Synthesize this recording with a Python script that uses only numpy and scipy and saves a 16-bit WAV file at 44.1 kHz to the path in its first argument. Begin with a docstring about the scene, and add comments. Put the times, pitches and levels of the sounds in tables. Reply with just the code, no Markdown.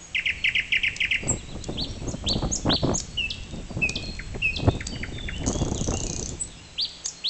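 """At the edge of a park square a breeze gets up on the microphone and a nightingale sings doubled down-sweeps.
A thin high note and a far bird's chirps follow, then arched whistles with high answers, and gusts.
Long whistles end in flicks among low chups; a dry rattle, a second thin note and more arches close the song.
Birds are gliding tones with echoes from the wood; ticks add puffs of noise; wind and air are shaped noise."""
import sys
import numpy as np
from scipy import signal
from scipy.fft import rfft, irfft
from scipy.io import wavfile
from scipy.ndimage import uniform_filter1d, map_coordinates

SR = 44100
rng = np.random.default_rng(int(sys.argv[2]) if len(sys.argv) > 2 else 0)


def store_wav(level_fs):
    """Save 16-bit WAV to argv[1]."""
    pcm = np.round(np.clip(np.atleast_2d(level_fs), -1, 1) * 32767)
    wavfile.write(sys.argv[1], SR, pcm.T.astype(np.int16))


N = 321489
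TIME = np.arange(N) / SR  # s


def gain_of(db):
    """Decibels to gain."""
    return 10 ** (np.asarray(db) / 20)


def evened(x):
    """Scales to rms 1."""
    return x / np.sqrt(np.mean(x ** 2) + 1e-20)


def read(points, hz):
    """Reads a frequency table on a log-frequency axis."""
    f, value = np.transpose(points)
    return np.interp(np.log(hz + 1), np.log(f + 1), value)


def add(mix, s, sound):
    """Mixes a sound in at s seconds."""
    part = mix[max(round(s * SR), 0):][:len(sound)]
    part += sound[:len(part)]


def noise(colour):
    """Noise of rms 1 whose spectrum follows (frequency [Hz], relative level [dB])."""
    gains = gain_of(read(colour, np.fft.rfftfreq(N, 1 / SR)))
    return evened(irfft(rfft(rng.standard_normal(N)) * gains, N))


def wander(rate_hz):
    """Smooth chance of rms 1, drawn through two random knots per cycle of the rate."""
    knots = rng.standard_normal(N)[:int(2 * rate_hz * N / SR) + 4]
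    return evened(map_coordinates(knots, [TIME * 2 * rate_hz], mode="nearest"))


def tone(hz):
    """A sine that follows a pitch path."""
    return np.sin(2 * np.pi * np.cumsum(hz) / SR)


def glide(first_hz, last_hz, length_s, bend):
    """A pitch slide that settles toward its end (bend > 0) or gathers speed (bend < 0)."""
    u = np.linspace(0, 1, int(length_s * SR))
    return first_hz + (last_hz - first_hz) * np.expm1(-bend * u) / np.expm1(-bend)


def note(hz, attack_s, release_s, sag_db, overtone_db, waver):
    """The syrinx sings a nearly pure tone along a pitch path: attack, a sagging or swelling hold, release."""
    t = np.arange(len(hz)) / SR
    edges = np.clip(np.minimum(t / attack_s, (t[-1] - t) / release_s), 0, 1)
    swell = edges * gain_of(sag_db * t / t[-1])
    unsteady = map_coordinates(rng.standard_normal(128), [t * 500], mode="nearest")
    phase = 2 * np.pi * np.cumsum(hz * (1 + waver * unsteady)) / SR
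    overtone = gain_of(overtone_db) * np.minimum(hz / 2600, 1) ** 6  # fades on the lowest pitches
    return np.sqrt(2) * swell * (np.sin(phase) + overtone * np.sin(2 * phase))


def air(hum_hz, hum_db):
    """The steady outdoor hush, with a faint far-off hum of unsteady pitch."""
    # Spectrum of the hush: (frequency [Hz], relative level [dB])
    hush_colour = [(50, -10.5), (110, -11.5), (243, -4.5), (600, -6.5), (1500, -11), (2870, -8),
                   (4640, -14), (7300, -11), (7950, -7), (8500, -39)]
    hum = tone(hum_hz * (1 + 0.021 * wander(7.8)))
    return gain_of(-49) * noise(hush_colour) + gain_of(hum_db) * hum


def breeze():
    """Strength of the breeze: it gets up, freshens slowly, then drops."""
    up_s, drop_s = 0.32, 6.08
    rise_db_per_s, freshen_db_per_s, drop_db_per_s = 39, 1.64, 25.5
    db = -44.5 + freshen_db_per_s * TIME
    db -= rise_db_per_s * np.maximum(up_s - TIME, 0)
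    db -= drop_db_per_s * np.maximum(TIME - drop_s, 0)
    return gain_of(db)


def wind(lump_db, lump_hz, crackle_db, crackle_growth, crackle_lump_db, buffet_db, breeze_db,
         rumble_db, rumble_growth, edge_s):
    """Eddies thump the microphone in lumps; the harder the gust, the more it crackles and rumbles."""
    # Gusts that strike the microphone: (time [s], length [s], relative level at the strike [dB])
    gust_rows = [(1.233, .14, -31), (1.487, 0.14, -37.5), (1.678, 0.3, -34), (2.006, 0.16, -32.5),
                 (2.233, 0.38, -30.5), (2.418, 0.033, -23), (2.656, 0.096, -23), (2.83, 0.13, -25),
                 (3.523, 0.088, -37.5), (3.697, 0.41, -35.5), (4.346, 0.026, -33), (4.572, 0.214, -33),
                 (4.67, 0.026, -21.5), (4.887, 0.45, -39), (5.401, .43, -28), (5.869, .1, -26),
                 (5.988, .37, -36.5)]
    # Spectrum of the buffeting: (frequency [Hz], relative level [dB])
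    buffet_colour = [(25, -16.5), (110, 3.5), (260, 0.5), (660, -12.5), (1500, -39.5), (3000, -74.5)]
    # Spectrum of the lowest eddies: (frequency [Hz], relative level [dB])
    rumble_colour = [(10, -6), (30, -2), (65, -2.5), (130, -9.5), (260, -21), (700, -43.5), (2000, -82)]
    slacken_db_per_s = 15.5

    power = (gain_of(breeze_db) * breeze()) ** 2
    for s, length, db in gust_rows:
        inside = np.minimum(TIME - s, s + length - TIME)
        slackening = gain_of(db - slacken_db_per_s * np.maximum(TIME - s, 0))
        power += (slackening * np.clip(.5 + inside / edge_s, 0, 1)) ** 2
    force = np.sqrt(power)
    hardness = force / force.max()

    eddies = np.tanh(wander(lump_hz))
    lumps = evened(gain_of(lump_db * eddies))
    buffet = noise(buffet_colour) * lumps * force * gain_of(buffet_db)

    crackle = noise([(200, -22), (600, 10), (1200, -3), (2000, -18.5), (4000, -31), (8000, -41.5)])
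    crackle *= evened(gain_of(crackle_lump_db * np.tanh((eddies + wander(160)) / 2)))
    crackle *= gain_of(crackle_db) * force * hardness ** crackle_growth

    lingering = uniform_filter1d(hardness, size=5000)  # the lowest eddies follow the gust slowly
    rumble_force = np.hypot(breeze(), gain_of(rumble_db) * lingering ** rumble_growth)
    rumble = rumble_force * noise(rumble_colour)
    return buffet + crackle + rumble


def slaps(length_s):
    """An eddy bursts right on the microphone port: a few milliseconds of rough pressure."""
    # Sharp slaps of air during gusts: (time of the middle [s], level [dB])
    slap_rows = [(2.702, -14.5), (2.729, -17), (2.897, -19.5), (4.674, -29), (4.689, -26), (5.92, -25.5)]
    bursts = np.zeros(N)
    for s, db in slap_rows:
        add(bursts, s - length_s / 2, gain_of(db) * np.hanning(int(length_s * SR)))
    return bursts * noise([(150, 1.5), (500, -9), (1400, -6.5), (2400, -23.5), (6000, -56.0)])


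def faint_ticks(level_db, per_s):
    """Tiny dry clicks at chance moments, more often while the breeze is up."""
    clicks = (rng.random(N) < per_s / SR * evened(breeze())) * rng.random(N)
    puffs = signal.oaconvolve(clicks, np.hanning(SR // 200))[:N]
    return gain_of(level_db) * puffs * noise([(2000, -25), (3800, -2.0)])


def wood(x, near_db, near_t60, far_db):
    """Nearby branches scatter a quick cluster of echoes; the wood behind adds a long thin tail."""
    # Time for the far echoes to die by 60 dB: (frequency [Hz], decay time [s])
    far_t60 = [(1000, 0.4), (2600, 0.93), (4500, 0.85), (7500, 0.36)]
    t = np.arange(SR) / SR
    # sparse echoes of either sign, about 2500 a second
    near, far = rng.choice([-1., 1.], (2, SR)) * (rng.random((2, SR)) < 2500 / SR)
    near = near * gain_of(-60 * t / near_t60) * (t > .003)
    # the far tail builds up, then each frequency decays at its own pace
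    hz, frame_s, z = signal.stft(far * np.minimum(t / 0.026, 1), SR, nperseg=256)
    decay = gain_of(-60 * frame_s / read(far_t60, hz)[:, None])
    far = signal.istft(z * decay, SR, nperseg=256)[1][:SR]
    echoes = gain_of(near_db) * near / np.linalg.norm(near)
    echoes += gain_of(far_db) * far / np.linalg.norm(far)
    return signal.fftconvolve(x, echoes)[:N]


def chorus(level_db, low_hz, high_hz, glide_hz, count):
    """The most distant birds: short glides at chance moments that blur into the wood."""
    out = np.zeros(N)
    for when, pitch, slope, length in rng.random((count, 4)):
        size = int((1 + 2 * length) * .04 * SR)
        middle_hz = low_hz + pitch * (high_hz - low_hz)
        hz = middle_hz + (slope - .5) * glide_hz * np.linspace(-1, 1, size)
        add(out, when * N / SR, np.hanning(size) * tone(hz))
    return gain_of(level_db) * out


def far_birds(waver, level_db):
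    """Birds deeper in the wood: plain gliding whistles with a slight quaver."""
    # Their clearest whistles: (time [s], length [s], first pitch [Hz], last pitch [Hz], relative level [dB])
    far_rows = [(0, 0.074, 6720, 6670, -40.5), (0.361, .09, 4400, 4260, -48.5),
                (1.868, .07, 5330, 5830, -45), (4.016, 0.087, 4250, 4175, -34.5),
                (4.523, 0.054, 4570, 3720, -36.5), (4.684, 0.042, 3420, 3890, -37),
                (4.844, 0.12, 4590, 4570, -39.5), (4.913, 0.058, 3170, 2745, -37.5),
                (5.111, 0.17, 3690, 3390, -39), (5.316, 0.08, 2750, 3126, -36.5),
                (5.51, .11, 3150, 3590, -40), (5.743, 0.064, 4170, 2580, -38),
                (5.92, 0.07, 2665, 3000, -36.5), (6.047, .084, 2574, 2400, -45.5),
                (6.443, 0.11, 4430, 3100, -48.5), (7.12, .1, 4290, 4160, -48.5)]
    out, quaver = np.zeros(N), 1 + waver * wander(90)
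    for s, length, first_hz, last_hz, db in far_rows:
        size = int(length * SR)
        hz = np.linspace(first_hz, last_hz, size) * np.roll(quaver, -int(s * SR))[:size]
        add(out, s, gain_of(db) * signal.windows.tukey(size, .5) * tone(hz))
    return gain_of(level_db) * out


def far_chirps(count):
    """One far bird repeats a small arched chirp in an even run, each rising and falling away."""
    start_s, step_s, top_hz, level_db = 1.365, .119, 4180, -48.5
    out = np.zeros(N)
    up = glide(first_hz=3620, last_hz=top_hz, length_s=0.024, bend=.4)
    down = glide(first_hz=top_hz, last_hz=3170, length_s=0.037, bend=2.5)
    for k in range(count):
        chirp = note(np.r_[up, down], attack_s=.008, release_s=0.01,
                     sag_db=-1.5, overtone_db=-43, waver=0.0083)
        add(out, start_s + k * step_s, gain_of(level_db) * chirp)
    return out


def ticks(rows, sweep_db, rasp_db, rasp_s):
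    """Each tick is a very fast down-sweep inside a puff of rasping noise."""
    sweeps, puffs = np.zeros((2, N))
    hz = glide(first_hz=8140, last_hz=6120, length_s=.0036, bend=1.1)
    for s, db in rows:
        sweep = note(hz, attack_s=0.0033, release_s=0.00079, sag_db=1.0, overtone_db=-55, waver=0.045)
        add(sweeps, s, gain_of(db) * sweep)
        add(puffs, s - .001, gain_of(db) * np.hanning(int(rasp_s * SR)))
    rasp = noise([(2800, -14), (3900, 1.0), (5500, 1.5), (7800, 2), (9500, -29.0)])
    return gain_of(sweep_db) * sweeps + gain_of(rasp_db) * puffs * rasp


def chews():
    """Each syllable is two down-sweeps: the first levels out, the second drops away."""
    # Doubled down-sweeps, sung in pairs: (time [s], level [dB])
    chew_rows = [(.146, -21.5), (0.2558, -20.5), (0.4404, -18.5), (0.5494, -19), (0.7202, -18),
                 (.832, -19.5), (1.0031, -20), (1.1089, -19.5)]
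    out = np.zeros(N)
    levelling = glide(first_hz=3420, last_hz=2002, length_s=0.024, bend=2.45)
    dropping = glide(first_hz=3023, last_hz=1517, length_s=.022, bend=-0.72)
    for s, db in chew_rows:
        first = note(levelling, attack_s=0.0031, release_s=0.0027,
                     sag_db=-3.5, overtone_db=-25.5, waver=0.014)
        second = note(dropping, attack_s=0.0043, release_s=0.0052,
                      sag_db=-3.5, overtone_db=-24.0, waver=0.016)
        add(out, s, gain_of(db) * first)
        add(out, s + .031, gain_of(db) * second)
    return out


def pips():
    """A thin high note lifts softly, then sounds out as it sinks."""
    # Thin high notes: (time [s], level of the sinking part [dB], top pitch [Hz], last pitch [Hz])
    pip_rows = [(1.275, -19.5, 8060, 7430), (6.393, -24.5, 8080, 7830)]
    out = np.zeros(N)
    for s, db, top_hz, last_hz in pip_rows:
        up = glide(first_hz=7100, last_hz=top_hz, length_s=0.0143, bend=1.0)
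        down = glide(first_hz=top_hz, last_hz=last_hz, length_s=0.0301, bend=2.5)
        lift = note(up, attack_s=0.014, release_s=.0015, sag_db=-1.5, overtone_db=-45, waver=.008)
        sink = note(down, attack_s=0.0056, release_s=.014, sag_db=-1.0, overtone_db=-45, waver=0.013)
        add(out, s, gain_of(db) * np.r_[gain_of(-7) * lift, sink])
    return out


def arches():
    """A whistle scoops in, climbs to its top pitch and tips over."""
    # Arched whistles: (time [s], level [dB], top pitch [Hz])
    arch_rows = [(1.771, -29, 4560), (2.261, -24, 4570), (2.691, -21.5, 4520), (6.777, -24, 4800),
                 (7.238, -23.5, 4470)]
    out = np.zeros(N)
    knee_hz = 2950
    scoop = glide(first_hz=2200, last_hz=knee_hz, length_s=0.0077, bend=.6)
    for s, db, top_hz in arch_rows:
        up = glide(first_hz=knee_hz, last_hz=top_hz, length_s=.042, bend=.4)
        down = glide(first_hz=top_hz, last_hz=2444, length_s=.03, bend=-3.0)
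        arch = note(np.r_[scoop, up, down], attack_s=.016, release_s=0.0042,
                    sag_db=-4, overtone_db=-34.5, waver=0.0035)
        add(out, s, gain_of(db) * arch)
    return out


def seets():
    """A high note swoops up, breaks off and plunges."""
    # High answers to the arches: (time [s], level [dB])
    seet_rows = [(2.068, -35), (2.512, -22), (2.935, -23), (7.04, -26.5)]
    out = np.zeros(N)
    up = glide(first_hz=6210, last_hz=7900, length_s=0.032, bend=-3.2)
    down = glide(first_hz=8070, last_hz=4750, length_s=.012, bend=0.22)
    for s, db in seet_rows:
        swoop = note(up, attack_s=0.029, release_s=0.013, sag_db=5, overtone_db=-37, waver=.003)
        plunge = note(down, attack_s=0.0025, release_s=0.0023, sag_db=-3.0, overtone_db=-18, waver=.003)
        add(out, s, gain_of(db) * swoop)
        add(out, s + .04, gain_of(db) * plunge)
    return out


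def whistles():
    """A long whistle scoops up to its pitch, then eases down and fades."""
    # Long whistles: (time [s], level [dB], top pitch [Hz], last pitch [Hz])
    whistle_rows = [(3.17, -22.5, 3073, 2613), (3.814, -20.5, 2705, 2453), (4.417, -20.5, 2830, 2506)]
    out = np.zeros(N)
    for s, db, top_hz, last_hz in whistle_rows:
        scoop = top_hz * glide(first_hz=.88, last_hz=0.94, length_s=.008, bend=2.6)  # fractions of the top
        ease = glide(first_hz=top_hz, last_hz=last_hz, length_s=0.0914, bend=3.3)
        whistle = note(np.r_[scoop, ease], attack_s=0.015, release_s=0.012,
                       sag_db=-9, overtone_db=-31.5, waver=.004)
        add(out, s, gain_of(db) * whistle)
    return out


def flicks():
    """A steep down-sweep that levels out at its foot."""
    # The flick that closes each long whistle: (time [s], level [dB])
    flick_rows = [(3.302, -25.5), (3.954, -25), (4.56, -26)]
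    out = np.zeros(N)
    hz = glide(first_hz=6730, last_hz=3025, length_s=.019, bend=3.9)
    for s, db in flick_rows:
        flick = note(hz, attack_s=0.0039, release_s=0.0075, sag_db=-2.0, overtone_db=-25.0, waver=0.007)
        add(out, s, gain_of(db) * flick)
    return out


def chups():
    """A low, quickly dying down-sweep and its soft repeat."""
    # Low chups: (time [s], level [dB])
    chup_rows = [(4.19, -21), (4.804, -20.5), (5.03, -17.5), (5.284, -18)]
    repeat_after_s, repeat_db = .151, -11
    out = np.zeros(N)
    hz = glide(first_hz=2680, last_hz=1145, length_s=0.0209, bend=2.01)
    for s, db in chup_rows:
        for after_s, softer_db in ((0, 0), (repeat_after_s, repeat_db)):
            chup = note(hz, attack_s=0.0056, release_s=0.0078, sag_db=-34.5, overtone_db=-29, waver=0.011)
            add(out, s + after_s, gain_of(db + softer_db) * chup)
    return out


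def rattle():
    """A stutter, then an even run of about thirty ticks a second."""
    # The stuttering ticks that open it: (time [s], relative level [dB])
    stutter_rows = [(5.463, -23), (5.47, -25), (5.478, -18.5), (5.486, -20), (5.517, -31), (5.528, -22)]
    # Course of loudness over the even run: (time [s], relative level [dB])
    run_levels = [(5.55, -28), (5.69, -28.5), (5.82, -22.5), (6.05, -21), (6.3, -22.5)]
    start_s, step_s = 5.553, .03207
    times = np.arange(start_s, run_levels[-1][0], step_s)
    run = list(zip(times, np.interp(times, *np.transpose(run_levels))))
    return ticks(list(stutter_rows) + run, sweep_db=-0.5, rasp_db=-9.0, rasp_s=0.0051)


def scene():
    """The near singer and the far birds, each with its echoes from the wood, then wind and air."""
    # Dry, raspy ticks between the notes: (time [s], relative level [dB])
    tick_rows = [(.963, -26), (1.639, -29.5), (2.286, -22.5), (3.0, -23), (3.892, -21.5), (4.867, -22),
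                 (7.057, -22)]
    low = chews() + chups() + arches() + whistles()
    high = seets() + pips() + flicks()
    run = rattle()
    dry_ticks = ticks(tick_rows, sweep_db=-24.5, rasp_db=-1.5, rasp_s=0.0087)
    dry_ticks += faint_ticks(level_db=-32, per_s=9.1)
    far = far_birds(waver=0.013, level_db=-3.0)
    far += chorus(level_db=-51.5, low_hz=2564, high_hz=5440, glide_hz=790, count=44)

    birds = low + wood(low, near_db=-4.5, near_t60=0.069, far_db=-15.0)
    # the high notes' near echoes are softer but linger longer
    birds += high + wood(high, near_db=-7.5, near_t60=0.18, far_db=-14.5)
    to_wood = run + gain_of(-6.0) * dry_ticks
    birds += run + dry_ticks + wood(to_wood, near_db=-7.5, near_t60=0.11, far_db=-11.5)
    birds += far + wood(far, near_db=-2.5, near_t60=0.25, far_db=-4.5)
    chirps = far_chirps(count=4)
    birds += chirps + wood(chirps, near_db=-12, near_t60=.12, far_db=-17)

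    gusts = wind(lump_db=6.5, lump_hz=35.42, crackle_db=-4, crackle_growth=0.53, crackle_lump_db=19.5,
                 buffet_db=2.5, breeze_db=-12.0, rumble_db=-28.5, rumble_growth=0.62, edge_s=0.02)
    return (birds + gusts + slaps(length_s=0.0055) + air(hum_hz=167.7, hum_db=-55.5))[None]


def record(dry):
    """The small camera's band limit: a steep low-pass takes off the top treble."""
    edge_hz = 8350
    low_pass = signal.firwin(301, edge_hz, window=("kaiser", 7), fs=SR)
    return signal.oaconvolve(dry, low_pass[None], "same")


dry = scene()
out = record(dry)
store_wav(out)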